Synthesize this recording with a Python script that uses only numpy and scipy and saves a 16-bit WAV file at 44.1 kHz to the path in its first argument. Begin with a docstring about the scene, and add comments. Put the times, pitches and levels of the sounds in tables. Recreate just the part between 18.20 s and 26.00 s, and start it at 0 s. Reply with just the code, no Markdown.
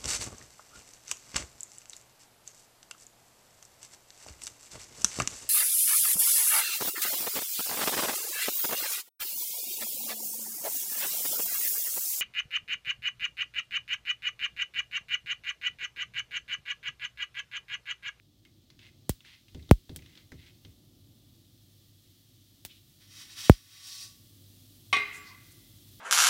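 """Corn kernels heat in a pool of oil in a steel frying pan, over a humming hob (coloured noise and sines).
All along, the oil sizzles (random tiny clicks); at first a wooden spatula rubs and taps (noise bursts).
Now and then the oil spits (sharp clicks), and droplets thump the microphone (gliding, dying sines).
Later, two short puffs of noise are heard, then kernels vent jets of steam (fluttering noise).
Near the end one kernel bursts (noise cracks) and the pan rings (dying sines); bits land (noise puffs)."""
import sys
import numpy as np
from scipy import signal
from scipy.fft import rfft, irfft, next_fast_len
from scipy.io import wavfile

SR = 44100
rng = np.random.default_rng(int(sys.argv[2]) if len(sys.argv) > 2 else 0)


def dump_mix(stems):
    """Bounce the given channels to the path in sys.argv[1] as a 16-bit WAV at rate SR."""
    frames = np.atleast_2d(stems).T  # one column per channel
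    limited = np.clip(frames, -1, 1)  # hard clip at full scale
    pcm = np.round(limited * 32767).astype(np.int16)
    wavfile.write(sys.argv[1], SR, pcm)


N = 343963
TIME = np.arange(N) / SR


# knocks of the bursting kernel against the pan: (time [s], strength [dB])
BURST_KNOCKS = [(6.728, -5.5), (6.7316, -0.5), (6.7669, -6.5)]
# tone of the burst: (frequency [Hz], level [dB per Hz])
BURST_COLOUR = [(80, -17.5), (400, -13.5), (550, -18.5), (800, -8.5), (1150, -12), (1700, -11.5),
                (2150, -2), (2700, -7.5), (3300, -4.5), (4300, -17), (5700, -20), (7300, -30.5),
                (8800, -20.5), (10500, -38.5), (16000, -45.5)]
# how long the kitchen echoes: (frequency [Hz], time to fall 60 dB [s])
KITCHEN_DECAY = [(150, 0.79), (1000, 1), (2200, 1), (5000, 1), (15000, .35)]
# crowds of close pan modes that blur together in the room:
# (frequency [Hz], width [Hz], level [dB], time to fall 60 dB [s])
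MODE_CROWDS = [(1156, 43, -42, 0.98), (1480, 510, -44, 1.03), (2038, 130, -39, 1.14),
               (2483, 180, -42, 0.94), (3000, 600, -32, 0.23), (3700, 330, -58, 0.41)]


def kernel_pop(ring):
    """The hull cracks, the pan rings in its modes and the kitchen answers."""
    def crack():
        return from_db(-17.5) * burst_of_noise(t60=0.022) + from_db(-28.0) * burst_of_noise(t60=0.18)

    out = tinted(play(BURST_KNOCKS, 1, crack), BURST_COLOUR)
    t = TIME[:SR]
    blur = 0
    for hz, width_hz, db, t60 in MODE_CROWDS:
        blur = blur + from_db(db - 60 * t / t60) * band_noise(SR, hz, width_hz)
    kitchen = from_db(-39.5) * dying_noise(BURST_COLOUR, KITCHEN_DECAY)
    first_knock_s = BURST_KNOCKS[0][0]
    add(out, first_knock_s, from_db(-0.5) * ring)
    add(out, first_knock_s, blur + kitchen)
    return out


# pitches at which the pan rings: (frequency [Hz])
PAN_HZ = [415, 727, 1104, 1134, 1577, 1863, 1950, 1976, 2051, 2068, 2103, 2130, 2158, 2184, 2402, 2455,
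          2485, 2552, 2745, 3090, 3150, 3462, 3798, 3866, 3965, 4285, 4814, 5670, 6535, 8480]
# one row for each of those pitches: (level [dB], time to fall 60 dB [s])
PAN_MODES = [(-45.5, 0.87), (-50, 0.78), (-38.5, 0.21), (-22, 0.29), (-41, 0.32), (-42.5, 0.68), (-42, 1),
             (-38, 0.4), (-35, 0.73), (-41.5, 0.89), (-23, .5), (-35, 0.67), (-28, 0.28), (-28, .4),
             (-31, .35), (-38.5, .8), (-25.5, 0.28), (-37, 0.34), (-44.5, 0.78), (-26.5, 0.04), (-41, 0.29),
             (-37, .3), (-37.5, .26), (-41, 0.37), (-42, 0.49), (-44.5, 0.24), (-45, .3), (-38.5, 0.21),
             (-47.5, 0.14), (-45, 0.11)]


def pan_modes():
    """The pan's ring after one blow: dying sines, which room echoes make waver more and more."""
    t = TIME[:3 * SR // 2]
    knots_s = np.arange(60) / 22
    direct = np.exp(-t / 0.6)
    echo_growth = 1 - np.exp(-t / 0.0098)
    out = 0
    for hz, (db, t60) in zip(PAN_HZ, PAN_MODES):
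        echoes = np.interp(t, knots_s, [1, 1j] @ rng.standard_normal((2, 60)))   # complex: size and phase
        swing = direct + .65 * echo_growth * echoes
        tone = np.imag(swing * np.exp(2j * np.pi * hz * t))
        out = out + rng.choice([-1, 1]) * from_db(db - 60 * t / t60) * tone
    return out


# tone of the hiss: (frequency [Hz], level [dB per Hz])
STEAM_COLOUR = [(300, -45), (600, -19), (900, -15), (1500, -9.5), (2300, -7.5), (2800, -3.5), (3900, 0),
                (5600, -2.5), (7000, -9), (9200, -10), (11500, -17), (16000, -16.5)]
# pan resonances stirred by the steam: (frequency [Hz], width [Hz], level [dB])
STEAM_RINGS = [(2662, 90, -18), (3840, 30, -16), (4470, 23, -17), (4660, 20, -19), (5230, 30, -19.5),
               (5532, 20, -17.5), (5633, 40, -11.5), (5830, 33, -16.5), (6420, 40, -17), (8700, 60, -17.5),
               (9030, 80, -19)]
STEAM_DIRECT_DB = -2   # hiss that comes straight from the jet, relative to its reflections


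def steam():
    """Fluttering jets hiss out of split hulls and make the pan sing along."""
    flow, bright, sung = venting()
    flutter = from_db(0.77 * drift(66))
    wall = burst_of_noise(t60=0.082)   # reflections in the pan carve fine peaks into the hiss
    wall[0] += from_db(STEAM_DIRECT_DB) * np.linalg.norm(wall)
    hiss = coloured(signal.oaconvolve(rng.standard_normal(N), wall)[:N], STEAM_COLOUR)
    lower_hiss = flow * butter(hiss, 4500, "low", order=3)
    treble_hiss = bright * butter(hiss, 3400, "high", order=3)
    rings = sum(from_db(db) * resonate(rng.standard_normal(N), hz, width) for hz, width, db in STEAM_RINGS)
    tone = np.sin(2 * np.pi * 1132 * TIME + drift(25))
    singing = rms_one(tone * from_db(2 * drift(30)))
    return flutter * (from_db(3.0) * (lower_hiss + treble_hiss) + bright * rings) + sung * singing


# jets of steam from split hulls:
# (time [s], opens in [s], holds [s], level [dB], treble lift [dB], singing of the pan [dB])
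JETS = [(4.795, 0.022, 0.0094, -58, -5.5, -93), (4.867, 0.13, 0.02, -48.5, -1.5, -78),
        (5.067, .04, 0.031, -51.5, -2.5, -90.5), (5.146, 0.052, 0.067, -42, 0, -70),
        (5.408, 0.15, 0.071, -55.5, -1, -75.5), (5.601, 0.079, 0.15, -52, 6, -68.5)]
JET_CLOSE_S, SINGING_FADE_S = 0.059, .11   # time for the hiss and for the pan's tone to fall to 1/e


def venting():
    """Loudness of the hiss, of its treble and of the pan's tone; overlapping jets add in power."""
    jets = []
    for s, open_s, hold_s, db, lift_db, singing_db in JETS:
        flow = from_db(db) * swell(s, open_s, hold_s, JET_CLOSE_S)
        bright = flow * from_db(lift_db)
        sung = from_db(singing_db) * swell(s, open_s, hold_s, SINGING_FADE_S)
        jets.append([flow, bright, sung])
    return np.linalg.norm(jets, axis=0)


# short narrow and wide puffs of noise; the late ones are bits landing and the pan's ring wavering:
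# (time of the peak [s], frequency [Hz], width [Hz], level [dB], time from peak to 1/e [s])
NOISE_PUFFS = [(4.514, 2970, 1500, -55.5, 0.022), (4.561, 3280, 1970, -63, 0.036),
               (6.959, 6760, 7000, -52.5, 0.032), (6.964, 7500, 130, -58, .02),
               (7.01, 7420, 200, -62.5, 0.03), (7.082, 4600, 2200, -55.5, 0.038),
               (7.114, 1053, 159, -60, 0.048), (7.322, 8500, 7030, -58, 0.0084)]


def noise_puffs():
    """Short puffs of noise, each swelling and fading in its own band; late ones: bits landing, ring wavering."""
    out = 0
    for s, hz, width_hz, db, length_s in NOISE_PUFFS:
        puff = np.exp(-((TIME - s) / length_s) ** 2)
        out = out + from_db(db) * puff * band_noise(N, hz, width_hz)
    return out


# tone of the sizzle: (frequency [Hz], level [dB per Hz])
SIZZLE_COLOUR = [(530, -49), (900, -23), (1100, -21.5), (1150, -15), (1600, -17), (1770, -13), (2470, -12),
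                 (3380, -0.5), (3640, -2), (3960, -1.5), (6970, -8), (15100, -4.5), (16000, -7)]
# loudness of the sizzle: (time [s], level of the larger bubbles [dB], level of the finest bubbles [dB])
SIMMER = [(0, -74.5, -76), (0.8, -70.5, -73.5), (1.6, -68, -69.5), (2.7, -70.5, -69), (4.3, -68, -66.5),
          (6.2, -66, -62), (7.8, -63.5, -59.5)]


def sizzle():
    """Thousands of tiny bubbles click each second; the finest grow louder as the oil heats."""
    body_gain, fine_gain = gains(SIMMER)
    fizz = coloured(grains(per_s=11000, spread_db=1.5), SIZZLE_COLOUR) * from_db(0.4 * drift(11))
    body = rms_one(butter(fizz, 5800, "low"))
    fine = rms_one(butter(fizz, 7000, "high", order=4))
    return body_gain * body + fine_gain * fine


# oil spits: (time [s], level of the crack [dB], level of the splash of room sound [dB])
SPITS = [(.8943, -1.5, -30), (1.5116, -3, -32.5), (1.7615, -16.5, -39), (4.4505, -12, -35.5),
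         (5.2966, -4.5, -34.5)]
# tone of the splash: (frequency [Hz], level [dB per Hz])
SPIT_COLOUR = [(300, -13), (1200, -9.5), (3500, 1), (8000, -2), (12000, -6.5), (16000, 0.5)]
# tone of the crack: (frequency [Hz], level [dB per Hz])
CRACK_COLOUR = [(200, -18), (700, -11), (1700, -10), (3200, 1.5), (6000, -9.5), (9300, 5), (12000, -4),
                (14800, 2.5), (16000, -10)]


def spits():
    """Water flashes to steam: one sharp crack, scattered by the pan wall and the room."""
    def scatter():
        return burst_of_noise(t60=0.058) + from_db(-21.0) * burst_of_noise(t60=.3)

    cracks = tinted(play(SPITS, 1, lambda: from_db([-3])), CRACK_COLOUR)   # a single-sample click
    splash = tinted(play(SPITS, 2, scatter), SPIT_COLOUR)
    return cracks + splash


# droplets landing on the microphone:
# (time [s], height [dB], starting pitch above 25 Hz [Hz], time to fall to 1/e [s], pitch of the smack [Hz],
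#  dip of the hob's rumble [dB], hold of that dip [s])
DROPLETS = [(0.8945, -18.5, 1460, .011, 2180, 6.5, 0.2), (1.5118, -2, 2050, .012, 2360, 4.5, .08),
            (4.4506, -43.5, 1560, 0.0076, 2027, 1, 0.59), (5.2969, 1, 1570, .0097, 1460, 7, 0.36)]
DROPLET_TAIL_DB, DROPLET_TAIL_HZ, DROPLET_TAIL_T60_S = -40, 420, .06   # a short dull rustle after each thump


def droplets():
    """A droplet smacks the microphone, which swings back ever more slowly: a tone of falling pitch."""
    out, t = np.zeros(N), TIME[:SR // 6]
    for s, db, start_hz, decay_s, smack_hz, *_ in DROPLETS:
        hz = 25 + 1 / (1 / start_hz + t / .62)
        onset = 1 - 0.73 * np.exp(-t / 0.0011)
        swing = np.sin(2 * np.pi * np.cumsum(hz) / SR) * np.exp(-t / decay_s) * onset
        smack = from_db(-6.0) * np.sin(2 * np.pi * smack_hz * t) * np.exp(-t / .0003)
        tail_gain = from_db(DROPLET_TAIL_DB - 60 * t / DROPLET_TAIL_T60_S)
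        tail = tail_gain * band_noise(len(t), DROPLET_TAIL_HZ, 600)
        add(out, s, -from_db(db + 1.9) * (swing + smack + tail))
    return out


# tone of the rubbing: (frequency [Hz], level [dB per Hz])
STIR_COLOUR = [(400, -39), (800, -19), (1400, -14), (2000, -4), (2700, -2.5), (3500, -2.5), (4700, -9),
               (7000, -21), (11000, -27), (16000, -40)]
# spatula touching the pan: (time [s], level of the tap [dB], level of the thud [dB], pitch of the tap [Hz])
KNOCKS = [(.251, -55.5, -61.5, 2580), (.502, -54.5, -63, 4230), (0.591, -54, -71, 3000),
          (.64, -59, -77, 2290), (.689, -62.5, -85, 1880), (1.005, -57.5, -87, 3040),
          (1.049, -54.5, -63, 2130), (1.283, -58, -82, 3000), (1.347, -52.5, -39.5, 3320),
          (1.394, -61.5, -67, 2080), (1.426, -60, -56, 3440), (1.491, -52, -45, 3600),
          (1.694, -51.5, -39, 3580), (1.754, -77, -48, 2860), (1.79, -55.5, -51.5, 2340),
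          (1.822, -56, -60.5, 2470), (1.861, -57, -78.5, 3260), (1.953, -55.5, -69, 3240),
          (1.975, -51.5, -67, 3510), (2.119, -48, -42.5, 1500), (2.449, -52, -49.5, 3350)]
# tone of the taps: (frequency [Hz], level [dB per Hz])
TAP_COLOUR = [(300, -10), (600, -9.5), (1000, -6), (2100, 0.5), (3500, -1.5), (6000, -4), (9000, -15.5),
              (16000, -23.5)]
# tone of the thuds: (frequency [Hz], level [dB per Hz])
THUD_COLOUR = [(30, -22.5), (55, -10), (80, 8.5), (130, -2), (320, -5), (600, -19.5), (1200, -38),
               (3000, -63.5)]
# how long the thuds last: (frequency [Hz], time to fall 60 dB [s])
THUD_DECAY = [(70, 0.35), (300, 0.33), (900, 0.11)]


def spatula(ring):
    """Wood rubs over seeds and bumps the pan: a light tap above a dull thud of the hob."""
    grit = coloured(grains(per_s=1300, spread_db=0.5), STIR_COLOUR)
    rub = stirring() * grit * from_db(2.5 + 1.1 * drift(70))
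    taps, t = np.zeros(N), TIME[:SR // 2]
    for s, db, _, hz in KNOCKS:
        # the pitch of the tick depends on what is hit
        tick = band_noise(SR // 2, hz, 0.47 * hz) * from_db(-3.5 - 60 * t / 0.035)
        click = from_db(-1.0) * burst_of_noise(t60=0.021)
        scatter = from_db(-14.0) * burst_of_noise(t60=0.29)
        add(taps, s, from_db(db) * (tick + click + scatter))
    contact = rub + tinted(taps, TAP_COLOUR)
    # the blade deadens the pan, so its ring is short
    damped = butter(ring[:SR // 4], 1600, "high") * from_db(-60 * TIME[:SR // 4] / .15)
    body = signal.oaconvolve(contact, damped / np.linalg.norm(damped))[:N]
    thud = dying_noise(THUD_COLOUR, THUD_DECAY)
    thuds = play(KNOCKS, 2, lambda: from_db(-2) * thud + rocking())
    return contact + from_db(-16.5) * body + thuds


# strokes of the spatula through the oil: (time [s], push lasts [s], level [dB])
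STROKES = [(0.587, 0.052, -62.5), (1.031, 0.082, -60), (1.41, .04, -75.5), (1.826, 0.095, -68),
           (1.941, 0.0085, -61.5), (2.171, 0.085, -63)]
STROKE_RISE_S, STROKE_SETTLE_S = .028, 0.034   # the blade gets going; the seeds come to rest


def stirring():
    """Loudness of the rubbing: each stroke starts, pushes on and lets the seeds settle."""
    strokes = [from_db(db) * swell(s, STROKE_RISE_S, push_s, STROKE_SETTLE_S) for s, push_s, db in STROKES]
    return np.linalg.norm(strokes, axis=0)


# the pan rocks on the hob when it is bumped: (frequency [Hz], level [dB], time to fall 60 dB [s])
ROCKING_MODES = [(73, 0, 0.36), (106, -8.5, 0.24), (150, -9, 0.32), (212, -12, .22), (315, -7, .16),
                 (780, -23.5, .1), (1440, -22.5, 0.034)]


def rocking():
    """Low modes of the pan on the hob, dying sines a little different at every bump."""
    t, out = TIME[:SR], 0
    for k, (hz, db, t60) in enumerate(ROCKING_MODES):
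        gain = from_db(db + rng.normal(0, 1.8) - 60 * t / t60)
        out = out + gain * np.sin(2 * np.pi * hz * t) * (-1) ** k
    return out


# tone of the fan's rumble: (frequency [Hz], level [dB per Hz])
FAN_COLOUR = [(20, -56), (30, -33.5), (40, -13), (70, -14), (98, 1.5), (131, -5), (180, -11.5),
              (306, -10.5), (352, -14), (426, -26), (593, -26), (983, -37.5), (1600, -46.5), (3000, -91)]
# electrical hum: (frequency [Hz], level relative to the fan [dB])
HUM = [(50, -14.5), (99.5, -7.5), (1188, -33.5)]
# low rumble of the hob fan: (time [s], level [dB])
FAN_LEVEL = [(0, -64.5), (.7, -61), (2.9, -60), (3.9, -64), (6.2, -60), (7.8, -59)]
DIP_FALL_S, DIP_RECOVER_S = .1, 0.13   # the rumble sinks for a moment after each thump


def hob():
    """Fan rumble with an electrical hum in it; both dip after each droplet's thump."""
    hum = sum(from_db(db) * np.sqrt(2) * np.sin(2 * np.pi * hz * TIME) for hz, db in HUM)
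    rumble = coloured(rng.standard_normal(N), FAN_COLOUR)
    dip_db = 0
    for s, *_, depth_db, hold_s in DROPLETS:
        dip_db = dip_db + depth_db * swell(s, DIP_FALL_S, hold_s, DIP_RECOVER_S)
    return gains(FAN_LEVEL)[0] * from_db(-dip_db) * (rumble + hum)


def from_db(db):
    """Decibels to gain."""
    return 10 ** (np.asarray(db) / 20)


def rms_one(x):
    """Scale to unit power."""
    return x / np.sqrt(np.mean(x ** 2) + 1e-20)


def gains(rows):
    """Curves of dB as gains at every sample."""
    s, *columns = np.transpose(rows)
    return [from_db(np.interp(TIME, s, c)) for c in columns]


def at_hz(points, hz):
    """Read a table along log frequency."""
    f, value = np.transpose(points)
    return np.interp(np.log(hz + 0.00079), np.log(f), value)   # the offset avoids log of zero


def add(out, s, sound):
    """Mix a sound in at a time."""
    i = int(round(s * SR))
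    out[i:i + len(sound)] += sound[:N - i]


def play(rows, column, response):
    """Sound a response at every event, scaled by the given dB column."""
    out = np.zeros(N)
    for row in rows:
        add(out, row[0], from_db(row[column]) * response())
    return out


def swell(s, rise_s, hold_s, fade_s):
    """Envelope of height 1: a straight rise, a hold, an exponential fade."""
    t = TIME - s
    return np.clip(t / rise_s, 0, 1) * np.exp(-np.clip((t - rise_s - hold_s) / fade_s, 0, 20))


def drift(rate):
    """Random wander with straight lines between new values, `rate` of them a second."""
    knots = rng.standard_normal(800)
    return np.interp(TIME * rate, np.arange(len(knots)), knots)


def grains(per_s, spread_db):
    """Random clicks, mostly small and a few large; rms 1."""
    sizes = from_db(spread_db * np.minimum(rng.exponential(1, N), 5))
    happens = rng.random(N) < per_s / SR
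    return rms_one(happens * sizes * rng.choice([-1, 1], N))


def burst_of_noise(t60):
    """Half a second of white noise that falls 60 dB in every t60 seconds."""
    return rng.standard_normal(SR // 2) * from_db(-60 * TIME[:SR // 2] / t60)


def dying_noise(colour, decay):
    """A second of scattered sound, each third-octave dying at its own rate; starts at rms 1."""
    t, edges = TIME[:SR], np.geomspace(30, 17000, 28)
    white = rng.standard_normal((2, SR + SR // 4))   # neighbouring bands take turns
    out, power = 0, 0
    for k, (low, high) in enumerate(zip(edges, edges[1:])):
        hz = np.sqrt(low * high)
        band = butter(white[k % 2], [low, high], "band")[-SR:] * from_db(at_hz(colour, hz))
        out = out + band * from_db(-60 * t / at_hz(decay, hz))
        power += np.mean(band ** 2)
    return out / np.sqrt(power)


def band_noise(size, hz, width_hz):
    """Noise through the same resonance twice, run in so that it starts at full strength."""
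    noise = rng.standard_normal(size + SR // 10)
    return resonate(resonate(noise, hz, width_hz), hz, width_hz)[-size:]


def resonate(x, hz, width_hz):
    """One resonance; rms 1."""
    r = np.exp(-np.pi * width_hz / SR)
    return rms_one(signal.lfilter([1, 0, -1], [1, -2 * r * np.cos(2 * np.pi * hz / SR), r * r], x))


def butter(x, hz, kind, order=2):
    """Causal Butterworth filter."""
    return signal.sosfilt(signal.butter(order, np.clip(hz, 10, .48 * SR), kind, fs=SR, output="sos"), x)


def coloured(x, colour):
    """Give a steady sound a spectrum; rms 1."""
    size = next_fast_len(N)
    hz = np.arange(size // 2 + 1) * SR / size
    return rms_one(irfft(rfft(x, size) * from_db(at_hz(colour, hz)), size)[:N])


def tinted(x, colour):
    """Causal (minimum-phase) colouring that keeps the power of white noise."""
    size = 2048
    gain = rms_one(from_db(at_hz(colour, np.arange(size // 2 + 1) * SR / size)))
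    fold = np.r_[1, np.full(size // 2 - 1, 2), 1, np.zeros(size // 2 - 1)]   # nothing sounds before the event
    cepstrum = irfft(np.log(gain)) * fold
    return signal.oaconvolve(x, irfft(np.exp(rfft(cepstrum))))[:N]


def scene():
    """Everything heard from just above the pan."""
    ring = pan_modes()
    kernels = kernel_pop(ring) + steam() + noise_puffs()
    oil = sizzle() + spits() + droplets()
    return (kernels + oil + spatula(ring) + hob())[None]


def record(dry):
    """Full scale limits the thumps; a steep filter cuts the top."""
    low_pass = signal.ellip(10, .1, 80, 15900, fs=SR, output="sos")   # ripple and cut in dB, edge in Hz
    return signal.sosfilt(low_pass, np.clip(dry, -1, 1))


dry = scene()
out = record(dry)
dump_mix(out)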